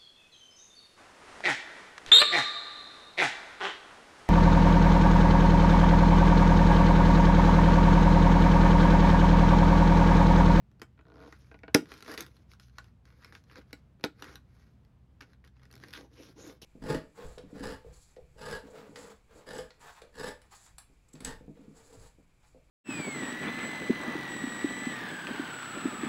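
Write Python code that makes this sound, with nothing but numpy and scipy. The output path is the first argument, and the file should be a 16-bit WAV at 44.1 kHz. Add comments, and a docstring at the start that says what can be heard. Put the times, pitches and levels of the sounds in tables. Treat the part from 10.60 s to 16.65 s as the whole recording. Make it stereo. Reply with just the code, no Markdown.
"""A quiet room with a low wavering hum, and a close two-port microphone by a small binder on a table.
Hands fit clear plastic envelopes onto its metal rings: first come ticks, a dragging creak and harder slips.
At 1.15 s the rings snap shut loudly, cover and table knock, and the binder drops back; sheets rustle and tick.
A softer snap follows at 3.44 s, then taps and hoarse edge scrapes from 4.6 s until about 6.1 s.
Filtered noise makes the rubbing and cracks, decaying modes the binder, and short sines the sheet edges."""
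import sys
import numpy as np
from scipy import signal
from scipy.fft import rfft, irfft, next_fast_len
from scipy.io import wavfile
from scipy.ndimage import uniform_filter1d

SR = 44100
rng = np.random.default_rng(int(sys.argv[2]) if len(sys.argv) > 2 else 0)


def to_wav(s):
    """Save 16-bit WAV."""
    ch = np.atleast_2d(s).T  # columns
    pcm = np.round(np.clip(ch, -1, 1) * 32767)  # PCM
    wavfile.write(sys.argv[1], SR, pcm.astype(np.int16))


N = 266805
TIME = np.arange(N) / SR
BLOW_TIME = TIME[:SR // 6]  # the span of one contact sound


def undb(db):
    """Decibels to gain."""
    return 10 ** (np.asarray(db) / 20)


def unit(x):
    """Scale to rms 1."""
    return x / np.sqrt(np.mean(x ** 2))


def unit_peak(x, size=132):
    """Scale so that the loudest 3 ms have rms 1."""
    return x / np.sqrt(uniform_filter1d(x ** 2, size, mode="constant").max())


def t60_decay(age, t60_s):
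    """Exponential decay that falls by 60 dB in t60_s."""
    return np.exp(-np.log(1000) * age / t60_s)


def blow_noise():
    """A fresh stretch of random force, as long as one contact sound."""
    return rng.standard_normal(len(BLOW_TIME))


def log_curve(points, hz):
    """Read (Hz, value) points on a log-frequency axis."""
    point_hz, value = np.transpose(points)
    return np.interp(np.log(hz + 1), np.log(point_hz), value)


def colour(x, points):
    """Causal minimum-phase filter with the given (Hz, dB) response."""
    log_gain = log_curve(points, np.fft.rfftfreq(2048, 1 / SR)) * np.log(10) / 20
    cepstrum = irfft(log_gain)
    # fold the cepstrum onto positive time, so the filter does not sound early
    cepstrum[1:1024] *= 2
    cepstrum[1025:] = 0
    response = irfft(np.exp(rfft(cepstrum)))
    return signal.fftconvolve(x, response)[:len(x)]


def band(x, lo_hz, hi_hz, order=3):
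    """Causal band-pass."""
    edges_hz = [lo_hz, min(hi_hz, .45 * SR)]
    return signal.sosfilt(signal.butter(order, edges_hz, "band", fs=SR, output="sos"), x)


def walk(rate):
    """Slow chance with a spread near 1, from about rate random steps per second."""
    k = int(SR / rate)
    steps = np.repeat(rng.standard_normal(N // k + 1), k)
    return unit(uniform_filter1d(uniform_filter1d(steps, k), k)[:N])


def add(out, s, x):
    """Mix a sound in at time s."""
    i = max(int(s * SR), 0)
    out[i:i + len(x)] += x[:max(N - i, 0)]


# colour of the room noise: pitch_hz, level_db
ROOM_COLOUR = [(10, -32), (25, -21), (42, -14), (65, -6), (90, -6.5), (130, -9.5), (200, -12.5), (300, -24),
               (500, -30), (900, -34), (1500, -39.5), (3000, -45), (6000, -54), (15500, -63)]


def background(rumble_db=-61.5, side_db=-23, hum_hz=63.0, hum_db=-63):
    """Low room noise with a wavering hum; only the bass is alike on both sides."""
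    mid = unit(colour(rng.standard_normal(N), ROOM_COLOUR)) * undb(rumble_db + 1.2 * walk(6.0))
    side = unit(colour(rng.standard_normal(N), ROOM_COLOUR))
    side = colour(side, [(150, side_db), (500, 1), (2000, 0.5)]) * undb(rumble_db)
    phase = 2 * np.pi * np.cumsum(hum_hz * (1 + 0.03 * walk(7))) / SR
    waver_db = 2.5 * walk(7)
    hum = undb(hum_db + waver_db) * unit(np.sin(phase) + 0.74 * np.sin(2 * phase))
    return mid + hum + np.array([side, -side])


def room(x, early_db=-18, early_t60=0.1, late_db=-24, late_t60=0.19):
    """Table and near objects scatter first; a longer, quieter tail from the walls follows."""
    t = TIME[:SR // 2]
    onset = np.clip((t - .002) / 0.0035, 0, 1)
    reflection_colour = [(110, -10.0), (300, 7.0), (650, 10.5), (1500, 12.5), (5000, 7.0), (13000, 3)]
    out = []
    for early, late in rng.standard_normal((2, 2, len(t))):
        early = early * onset * t60_decay(t, early_t60)
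        late = late * onset * t60_decay(t, late_t60)
        response = undb(early_db) * early / np.linalg.norm(early)
        response = response + undb(late_db) * late / np.linalg.norm(late)
        out.append(signal.fftconvolve(x, colour(response, reflection_colour))[:N])
    return np.array(out)


# phase by which the left microphone port leads: pitch_hz, lead_radians
PORT_PHASE = [(0, 0), (550, -.15), (800, .9), (1100, -.4), (1750, -.5), (2400, .5), (3000, 2.1),
              (4200, 1.1), (5600, .4), (6200, .9), (7800, 3.1), (8400, 3.2), (11000, 6.2), (11900, 6.4),
              (13200, 7.8), (14000, 9.3), (16000, 9.5)]
# left port minus right port: pitch_hz, level_db
PORT_BALANCE = [(80, -.4), (300, -2.4), (600, -3), (800, -5), (1300, 0), (2400, -3), (4400, -1), (6000, 1),
                (9000, 0)]


def ports(x):
    """The two microphone ports hear one source with unequal phase and level."""
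    size = next_fast_len(N + SR // 4)
    hz = np.fft.rfftfreq(size, 1 / SR)
    phase = np.interp(hz, *np.transpose(PORT_PHASE))
    # each port takes half of the difference
    half = np.exp(.5j * phase) * undb(log_curve(PORT_BALANCE, hz) / 2)
    return irfft(rfft(x, size) * np.array([half, 1 / half]), size)[:, :N]


# binder on the table, seven cover modes and then the ring spine: pitch_hz, level_db, t60_s
MODES = [(170, -17, 0.22), (251, -11, 0.1), (299.6, 2, 0.11), (452.9, 1, 0.06), (503, -8, 0.015),
         (640, -8, 0.075), (833, -9.5, 0.038), (974, -13.5, .07), (1107, -17, 0.035), (1186, -18.5, 0.027),
         (1445, -3, .052), (1570, -16, .05), (1654, -11.5, 0.04), (1792, -10, 0.041), (1899, -13, 0.04),
         (2266, -9, 0.045), (2450, -5.5, 0.018), (2970, -10.5, 0.024), (4100, -13, 0.037),
         (5240, -10, 0.025), (5700, -14, 0.028)]


def binder(modes, detune, spread_db, travel_s):
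    """Modes after one blow; bending waves are slower at low pitch, so the thump comes late."""
    hz, db, t60 = np.transpose(modes)[:, :, None]
    pitch, size = rng.standard_normal((2, len(modes), 1))
    # travel_s is the delay of the first mode given
    age = np.maximum(BLOW_TIME - travel_s * np.sqrt(hz[0] / hz), 0)
    ringing = np.sin(2 * np.pi * hz * (1 + detune * pitch) * age) * t60_decay(age, t60)
    return -np.sum(undb(db + spread_db * size) * ringing, axis=0)


# colour of surfaces striking close to the microphone: pitch_hz, level_db
CRACK = [(200, -24.5), (900, -10.5), (1500, 3), (2300, -6), (3200, 0.5), (4200, 1.5), (5500, -5),
         (6500, -10), (7600, -7.5), (10000, -10.5), (13000, -10), (15700, -16.5)]


def contact(decay_s, chatter, rise_s=.0003):
    """A push followed by brief chatter of the two surfaces."""
    swell = (1 - np.exp(-BLOW_TIME / rise_s)) * np.exp(-BLOW_TIME / decay_s)
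    push = chatter * blow_noise() * swell
    push[0] += 1
    return colour(push, CRACK)


SETTLE_S, SETTLE_DB = 1.2245, -40


def settle(lo_hz=200, hi_hz=380, decay_s=.008):
    """The binder drops back on the table after the hard snap."""
    out = np.zeros(N)
    knock = binder(MODES[:7], 0, 0, travel_s=0.0015) * np.exp(-BLOW_TIME / decay_s)
    thud = band(knock, lo_hz, hi_hz, order=1)
    add(out, SETTLE_S, undb(SETTLE_DB) * unit_peak(thud))
    return out


# a taut sheet edge scraping along, its pitch moving as it bends:
# start_s, length_s, first_pitch_hz, last_pitch_hz, level_db
EDGE_SCRAPES = [(1.478, .075, 1400, 1786, -52), (2.578, .15, 1400, 2300, -70.5),
                (3.633, 0.081, 1350, 1657, -57.5), (5.334, 0.046, 3500, 3300, -50.5),
                (5.554, .09, 3000, 2100, -65.5), (5.676, 0.0513, 4400, 4770, -71),
                (5.774, 0.13, 6560, 6880, -58), (6.014, 0.047, 3200, 2860, -59)]


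def edge_scrapes(width_hz=750, rough_db=2):
    """One broad resonance of the bent sheet, fed by friction, swells and glides with each scrape."""
    out = np.zeros(N)
    friction = rng.standard_normal(N) + 1j * rng.standard_normal(N)
    lowpass = signal.butter(2, width_hz / 2, fs=SR, output="sos")
    wobble = signal.sosfilt(lowpass, friction) * undb(rough_db * walk(90))
    for start, length, first_hz, last_hz, db in EDGE_SCRAPES:
        span = (TIME > start) & (TIME < start + length)
        share = (TIME[span] - start) / length
        phase = 2 * np.pi * np.cumsum(first_hz * (last_hz / first_hz) ** share) / SR
        song = unit(np.real(wobble[span] * np.exp(1j * phase)))
        add(out, start, undb(db) * song * np.sqrt(np.sin(np.pi * share)))
    return out


def slip(lo_hz, body_hz, tick_hz, tick_db, release_db=-10):
    """One jerk: a tiny sharp click as the sheet lets go, then a dull tick that knocks the binder."""
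    body = binder(MODES, detune=0.033, spread_db=.5, travel_s=0.0011) * np.exp(-BLOW_TIME / 0.045)
    body = band(band(body, lo_hz, body_hz, order=1), 150, 3600)
    tick = band(contact(decay_s=0.0027, chatter=0.94), 450, tick_hz, order=2)
    release = band(contact(decay_s=.0004, chatter=1.0), 1300, 6000, order=2)
    return unit_peak(body) + undb(tick_db) * unit_peak(tick) + undb(release_db) * unit_peak(release)


# single harder slips as the rings are squeezed: start_s, level_db
SLIPS = [(.377, -65), (0.391, -58.5), (0.9143, -50.5), (.943, -49.5), (1.034, -45), (1.0801, -43.5)]
# a sheet dragged by jerks along a ring, one curve for each pull: time_s, slips_per_s, level_db
CREAKS = [
    [(.453, 66.6, -60), (0.528, 44.5, -55), (0.555, 85, -54), (0.616, 97, -52), (0.679, 57, -50)],
    [(1.479, 130, -46), (1.51, 165, -48.5), (1.553, 117, -48.5)],
]


def creak(scatter_db=1.3, note_hz=2350, note_db=-6, note_s=0.0035):
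    """Stick and slip: runs of uneven little jerks, and a few harder single ones."""
    out = np.zeros(N)
    for s, db in SLIPS:
        # a hard slip also sets the squeezed ring sounding for a moment
        note = band(contact(decay_s=note_s, chatter=.5), note_hz / 1.12, note_hz * 1.12, order=2)
        jerk = slip(lo_hz=514, body_hz=1310, tick_hz=1800, tick_db=-6.5, release_db=-17)
        add(out, s, undb(db + note_db) * unit_peak(note))
        add(out, s, undb(db) * jerk)
    for pull in CREAKS:
        times, rates, levels = np.transpose(pull)
        s = times[0]
        while s < times[-1]:
            size = undb(np.interp(s, times, levels) + scatter_db * rng.standard_normal())
            jerk = slip(lo_hz=366, body_hz=820, tick_hz=960, tick_db=-5.5, release_db=-11.5)
            add(out, s, size * jerk)
            s += np.exp(.03 * rng.standard_normal()) / np.interp(s, times, rates)
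    return out


def bent(x, spread_db):
    """The sheet is bent differently every time, which moves its resonances."""
    hz = np.geomspace(700, 15000, 56)
    return colour(x, np.column_stack([hz, spread_db * rng.standard_normal(len(hz))]))


STROKE_EASE_DB = 10.5  # a stroke is this much softer at its ends than at its fastest


def stroke_speed(share, gather):
    """Each stroke gathers speed and slows down again; share is how much of it has passed."""
    slowness = np.interp(share, [0, np.clip(gather, .02, .98), 1], [1, 0, 1])
    return undb(-STROKE_EASE_DB * slowness ** 2)


# strokes of sheet over sheet: start_s, length_s, gather (share of the length spent gathering speed),
# strength_db, brightness_db, rub_db (cover rub over the stroke), crinkle_db (crinkles over the stroke)
STROKES = [(0.534, 0.43, 0.38, -70.5, -1, 0.5, 4), (1.269, 0.17, 0.25, -60, -2.5, 0, 6),
           (1.47, 0.083, 1, -45.5, -1.5, -1.5, -2), (1.575, 0.069, 0.11, -47, -4.5, 3, 0),
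           (1.66, 0.19, .06, -76, 2.5, 4.5, 6), (1.889, 0.073, 0.38, -69.5, 3.5, -11, 14),
           (2, 0.099, 0.072, -73.5, 6, -9, 14), (2.126, 0.18, 0.66, -70.5, -4, -2.5, 6),
           (2.449, 0.13, 0.31, -71.5, -4, 1.5, 7.5), (2.568, 0.16, 0.77, -64.5, -5.5, 0, 8.5),
           (2.724, 0.084, 0.054, -66.5, 1.5, 3.5, 3.5), (2.874, 0.096, 0.57, -65.5, -6.5, -2, -5),
           (2.958, 0.036, 0.91, -55.5, -3.5, 8, 1), (3.036, 0.18, 0.8, -72.5, -5, 3, 0),
           (3.578, 0.2, 0.56, -57, -5.5, 2, 3), (3.87, 0.28, 0.47, -75.5, -2, -7, 4.5),
           (4.617, 0.032, 0.11, -58.5, -5, 1.5, -2.5), (4.659, 0.1, 0.57, -73.5, -5, 3, 4),
           (4.839, 0.068, 0.04, -73, -1.5, 1, 7), (4.957, 0.19, 0.49, -72, -9, -2, 10),
           (5.183, 0.18, 0.4, -66.5, 1.5, 2.5, 2), (5.337, 0.043, 0.85, -47.5, -2.5, -3.5, 5),
           (5.372, 0.12, 0.08, -69, 1.5, 14, -3), (5.526, 0.22, 0.36, -64.5, 2.5, 6, 1.5),
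           (5.766, 0.11, 0.35, -61.5, 1, 10.5, 0), (5.846, 0.1, 0.54, -57, 0.5, 9.5, 0.5),
           (6.017, 0.048, 0.069, -67, 19, 15, -3)]
# a stroke of plain brightness, one row each for rustle, swish and fine hiss:
# level_db, brightness_share
STROKE_MIX = [(0.5, 0.12), (0.55, 1), (-5.5, 0.91)]
# colours of the droning cover, the rustle, the swish and the fine hiss: pitch_hz, level_db
RUB = [(60, -30), (180, -8), (240, -6), (295, 4), (390, -7.5), (480, 0), (620, -15.5), (900, -15.5),
       (1600, -46), (5000, -48)]
RUSTLE = [(400, -20.5), (800, -7.5), (1200, 2), (1700, 0.5), (2300, -1.5), (3100, -9), (5000, -3),
          (12000, -64.5)]
SWISH = [(1000, -37), (2200, -10.5), (2900, 0), (3400, -1), (4400, -4.5), (5400, -2), (6700, -6),
         (7800, -12), (9500, -9.5), (16000, -44.5)]
HISS = [(2000, -42), (6000, -10), (8000, -3.5), (10000, 1), (13000, -5), (15700, -3)]


def strokes(taper_s=0.052, grain_rate=900, grain_db=3.0, smooth=0.69, ragged_db=2.25, bend_db=1.5):
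    """Film slides on film: countless tiny catches over a smooth hiss, with the cover droning beneath."""
    sizes = undb(grain_db * np.minimum(rng.exponential(size=N), 4.5)) * rng.choice([-1, 1], N)
    catches = unit(sizes * (rng.random(N) < grain_rate / SR))
    layers = []
    for points in (RUB, RUSTLE, SWISH, HISS):
        friction = unit(colour(catches + smooth * rng.standard_normal(N), points))
        layers.append(undb(ragged_db * walk(70)) * friction)
    layers = np.array(layers)
    out = np.zeros(N)
    plain_db, by_edge = np.transpose(STROKE_MIX)
    for start, length, gather, db, bright_db, rub_db, _ in STROKES:
        span = (TIME > start - taper_s) & (TIME < start + length + taper_s)
        age = TIME[span] - start
        # the sheets come into touch as the stroke begins and part as it ends
        meeting = np.clip(age / (0.43 * max(gather * length, .004)) + 0.76, 0, 1)
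        parting = np.clip((length - age) / (2 * taper_s) + .5, 0, 1)
        gains = undb(db + np.append(rub_db, plain_db + by_edge * bright_db))
        sliding = gains @ layers[:, span]
        moving = sliding * stroke_speed(age / length, gather) * meeting * parting
        add(out, start + age[0], bent(moving, bend_db))
    return out


# how firmly the hand couples the sheets to the cover, which lets ticks knock: time_s, press_db
PRESS = [(0, 4.5), (.72, -6.5), (1.33, -4), (1.58, -6.5), (1.75, -17), (2.68, -18), (2.92, -20),
         (2.99, -18), (3.13, -0.5), (3.45, 5), (3.62, -6), (3.76, -14), (4.6, -16.5), (5.2, -0.5),
         (5.36, -28)]


def mix(parts, s, db, bright_db):
    """Gain of each part of a contact: a sharp edge lifts the treble, a firm hand brings in the cover."""
    plain_db, by_edge, by_press = np.transpose(parts)
    press_db = np.interp(s, *np.transpose(PRESS))
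    return undb(db + plain_db + by_edge * bright_db + by_press * press_db)


# bands of cover knock, sheet clack, edge tick and fine crackle: low_hz, high_hz
BAND_EDGES = [(240, 750), (700, 2800), (2800, 7500), (8000, 15800)]
# soft plastic stops ringing almost at once, and the hand damps the binder (exponential decay time)
EDGE_T60_S, HAND_DAMP_S = .008, .018


def flick(hz, ring_db=-7, flutter_db=-15, flutter_s=0.0089, bend_db=4.5, edge_db=-3, click_db=-5):
    """A sheet edge flicks on a ring: crack, short note, film flutter and binder's answer, band by band."""
    flutter = colour(blow_noise() * np.exp(-BLOW_TIME / flutter_s), CRACK)
    crack = contact(decay_s=0.000982, chatter=3.2, rise_s=0.00068)
    film = unit_peak(crack) + undb(flutter_db) * unit_peak(flutter)
    edge = np.sin(2 * np.pi * hz * BLOW_TIME) * t60_decay(BLOW_TIME, EDGE_T60_S)
    body = binder(MODES, detune=0.091, spread_db=2.0, travel_s=.0013) * np.exp(-BLOW_TIME / HAND_DAMP_S)
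    click = band(contact(decay_s=.0003, chatter=0.65), 3300, 19000, order=1)
    blow = unit_peak(bent(film, bend_db)) + undb(click_db) * unit_peak(click)
    blow = blow + undb(edge_db) * unit_peak(edge) + undb(ring_db) * unit_peak(body)
    return np.array([unit_peak(band(blow, *edges)) for edges in BAND_EDGES])


# stray crinkles while a sheet moves, at most eight a stroke: per second, half-range in dB, brightness in dB
CRINKLE_RATE, CRINKLE_SPREAD_DB, CRINKLE_BRIGHT_DB = 30, 2.5, -3.5


def crinkles(middle_hz=1700):
    """Faint flicks at random moments of each stroke, strongest at full speed, too light to knock the cover."""
    out = np.zeros(N)
    for start, length, gather, db, bright_db, _, crinkle_db in STROKES:
        for share, size, pitch in rng.random((8, 3))[:int(CRINKLE_RATE * length)]:
            level_db = db + crinkle_db + CRINKLE_SPREAD_DB * (2 * size - 1)
            gains = mix(TICK_MIX, start, level_db, bright_db + CRINKLE_BRIGHT_DB)
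            # leave out the first band, the cover knock
            crinkle = gains[1:] @ flick(middle_hz * 2 ** (pitch - .5))[1:]
            add(out, start + share * length, stroke_speed(share, gather) * crinkle)
    return out


# plastic ticks and taps: start_s, strength_db, brightness_db, pitch_hz (note of the flicked edge)
TICKS = [(0.115, -68.5, -3, 1770), (0.197, -60.5, -1.5, 1420), (0.2171, -40.5, -3, 1920),
         (0.2214, -47.5, -6, 1330), (0.232, -78, 24, 3600), (0.41, -57.5, -20, 1440),
         (0.725, -45.5, -11, 1950), (0.99, -58.5, -11, 2300), (1.257, -54, -6.5, 1790),
         (1.318, -41, -7, 1530), (1.327, -57, 2, 2400), (1.339, -51.5, 5, 2240), (1.378, -63, 11, 3600),
         (1.406, -52.5, 2, 1700), (1.4248, -46.5, 6, 4370), (1.447, -57, 2, 2630),
         (1.462, -47.5, -10, 2260), (1.48, -52, 6, 1560), (1.496, -46, -7, 1670), (1.516, -50, 12, 1690),
         (1.5396, -50, 12, 2000), (1.5766, -36.5, 4, 4000), (1.607, -47.5, 23, 6300),
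         (1.624, -51, 10, 1530), (1.664, -54.5, 8.5, 3430), (1.767, -66, 10, 1417), (1.998, -54.5, 6, 3400),
         (2.184, -39, -4, 1525), (2.193, -64, -8, 1410), (2.243, -63.5, 8.5, 1112),
         (2.454, -61.5, 4.5, 1538), (2.504, -62, -11, 1470), (2.621, -58, -12, 1246), (2.646, -48, 2, 2280),
         (2.724, -47, -14, 1750), (2.751, -45.5, -2.5, 3700), (2.839, -71, 11, 1430),
         (2.898, -52.5, -25, 1766), (2.913, -54.5, -10, 1356), (2.957, -46, -9, 1390),
         (2.98, -53.5, -1.5, 1348), (3.014, -55, -29, 1430), (3.108, -62, -7, 1475),
         (3.1298, -41, 1.5, 2230), (3.397, -63.5, -13, 1690), (3.41, -61.5, -3.5, 1360),
         (3.432, -61, 0, 3600), (3.447, -36, 2.5, 1440), (3.599, -65, 6, 4280), (3.623, -38, -3.5, 1394),
         (3.643, -50.5, 4, 1530), (3.683, -49, -13, 1570), (3.756, -47.5, 9, 4090), (4.249, -74, 10, 3456),
         (4.607, -48.5, -5.5, 1683), (4.6104, -43.5, -8, 1657), (4.616, -76, 21, 3000),
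         (4.621, -51, -9, 1450), (4.629, -53, -19, 2980), (4.733, -59.5, -4, 1624), (4.841, -55, -21, 1840),
         (4.848, -64.5, 7, 2090), (4.876, -62, 4, 1550), (4.967, -62, -20, 1417), (4.996, -63.5, -6, 1890),
         (5.033, -61.5, 1.5, 1426), (5.054, -60, 0, 1930), (5.104, -60, -20, 1860),
         (5.113, -61.5, 12.5, 4700), (5.127, -61, 12, 5940), (5.139, -55.5, 0, 1880),
         (5.154, -59.5, 12, 2290), (5.164, -57, 0, 1430), (5.178, -65, 9, 2400), (5.2, -61, 2, 1480),
         (5.228, -52.5, -15, 1700), (5.237, -42.5, -10, 1780), (5.245, -53, -16, 1600),
         (5.284, -60, 13.5, 1730), (5.307, -60, 12, 5510), (5.33, -52, 8, 3470), (5.336, -40.5, 3.5, 3520),
         (5.352, -70, 21, 3396), (6.017, -59, 7, 3200)]
# a tick of plain brightness, one row each for cover knock, sheet clack, edge tick and fine crackle:
# level_db, brightness_share, press_share
TICK_MIX = [(-2, 0.039, 0.95), (-0.5, 0.063, 0.0039), (-1.5, 0.59, 0.0031), (-10, 1, 0.21)]


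def ticks():
    """The distinct ticks and taps of sheet edges on the rings."""
    out = np.zeros(N)
    for s, db, bright_db, hz in TICKS:
        add(out, s, mix(TICK_MIX, s, db, bright_db) @ flick(hz))
    return out


def cover_slap(hz=390, t60=.032, late_s=.0019):
    """The cover hits the table in one heavy swing that dies at once."""
    age = np.maximum(BLOW_TIME - late_s, 0)
    return -np.sin(2 * np.pi * hz * age) * t60_decay(age, t60)


def snap_crack(hz, bright_db, focus_db):
    """Hard metal contact chatters for a moment and holds all pitches evenly before it is coloured."""
    chatter = rfft(blow_noise() * BLOW_TIME * np.exp(-BLOW_TIME / .0008))
    even = irfft(chatter / np.abs(chatter), len(BLOW_TIME))
    force = even * np.exp(-BLOW_TIME / 0.0026)
    crack_colour = [(300, -14.5), (1100, -9.5), (2300, 4.0 + 0.58 * bright_db), (3200, -2.5), (4400, -9.0),
                    (7500, bright_db - 9.0), (10000, bright_db - 6.5), (15500, bright_db - 18.5)]
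    focus = band(force, hz / 1.14, hz * 1.14, order=2)
    return unit_peak(colour(force, crack_colour)) + undb(focus_db) * unit_peak(focus)


def snap_thump(slap_db, shudder_db):
    """The cover rings and slaps the table, and the binder shudders there after the blow."""
    cover = unit_peak(binder(MODES[:7], 0, 0, travel_s=0.0026))
    knock = unit_peak(cover + undb(slap_db) * unit_peak(cover_slap()))
    shudder = band(blow_noise(), 240, 370, order=3) * np.exp(-BLOW_TIME / SHUDDER_S)
    return knock + undb(shudder_db) * unit_peak(shudder)


# ring snaps: start_s, scrape_length_s (lead-in scrape), scrape_db, crack_db, crack_pitch_hz,
# brightness_db, thump_db (cover), ring_db (metal)
SNAPS = [(1.1472, .003, -17.5, -12, 5278, 2.5, -9, -20),
         (3.4401, .0015, -47, -25.5, 3589, -15.5, -24.5, -29.5)]
# exponential decay times: the binder's shudder, and the rings choked by the fingers that stay on them
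SHUDDER_S, RING_CHOKE_S = .022, .028


def snaps(swell_db=13, focus_db=-3, rattle_db=-14, rattle_s=0.0093, shudder_db=-20, slap_db=1):
    """The ring tips scrape past each other, crack home, and set the spine and cover ringing."""
    out = np.zeros(N)
    for s, scrape_s, scrape_db, crack_db, hz, bright_db, thump_db, ring_db in SNAPS:
        swell = undb(-swell_db * np.maximum(1 - BLOW_TIME / scrape_s, 0))
        scrape = colour(blow_noise() * (BLOW_TIME < scrape_s) * swell, CRACK)
        crack = unit_peak(snap_crack(hz, bright_db, focus_db))
        rattle = band(blow_noise(), 1000, 2100, order=2) * np.exp(-BLOW_TIME / rattle_s)
        ring = binder(MODES[7:], 0, 0, travel_s=0.00061) * np.exp(-BLOW_TIME / RING_CHOKE_S)
        add(out, s - scrape_s, undb(scrape_db) * unit_peak(scrape))
        add(out, s - .0006, undb(crack_db) * (crack + undb(rattle_db) * unit_peak(rattle)))
        add(out, s, undb(thump_db) * snap_thump(slap_db, shudder_db))
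        add(out, s, undb(ring_db) * unit_peak(ring))
    return out


def radiate(x, lowest_hz=135):
    """The small cover sheds the bass."""
    return band(x, lowest_hz, 21000, order=2)


def scene(snap_room_db=-2, count=3):
    """All the handling comes from the binder, which is too small to radiate deep bass."""
    quiet = background()
    snap = radiate(snaps())
    # a snap rattles differently in each direction, so its echoes blend into a smooth tail
    echoes = sum(room(radiate(snaps())) for _ in range(count)) / np.sqrt(count)
    sheets = radiate(settle() + edge_scrapes() + creak() + strokes() + crinkles() + ticks())
    return ports(sheets + snap) + room(sheets) + undb(snap_room_db) * echoes + quiet


TOP_HZ = 16000


def record(dry):
    """The recorder sheds the deepest rumble, rounds the loudest peak and cuts the top."""
    dry = signal.sosfilt(signal.butter(2, 32, "high", fs=SR, output="sos"), dry)
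    dry = .85 * np.tanh(dry / .85)
    return signal.sosfilt(signal.ellip(8, .2, 70, TOP_HZ, fs=SR, output="sos"), dry)


dry = scene()
out = record(dry)
to_wav(out)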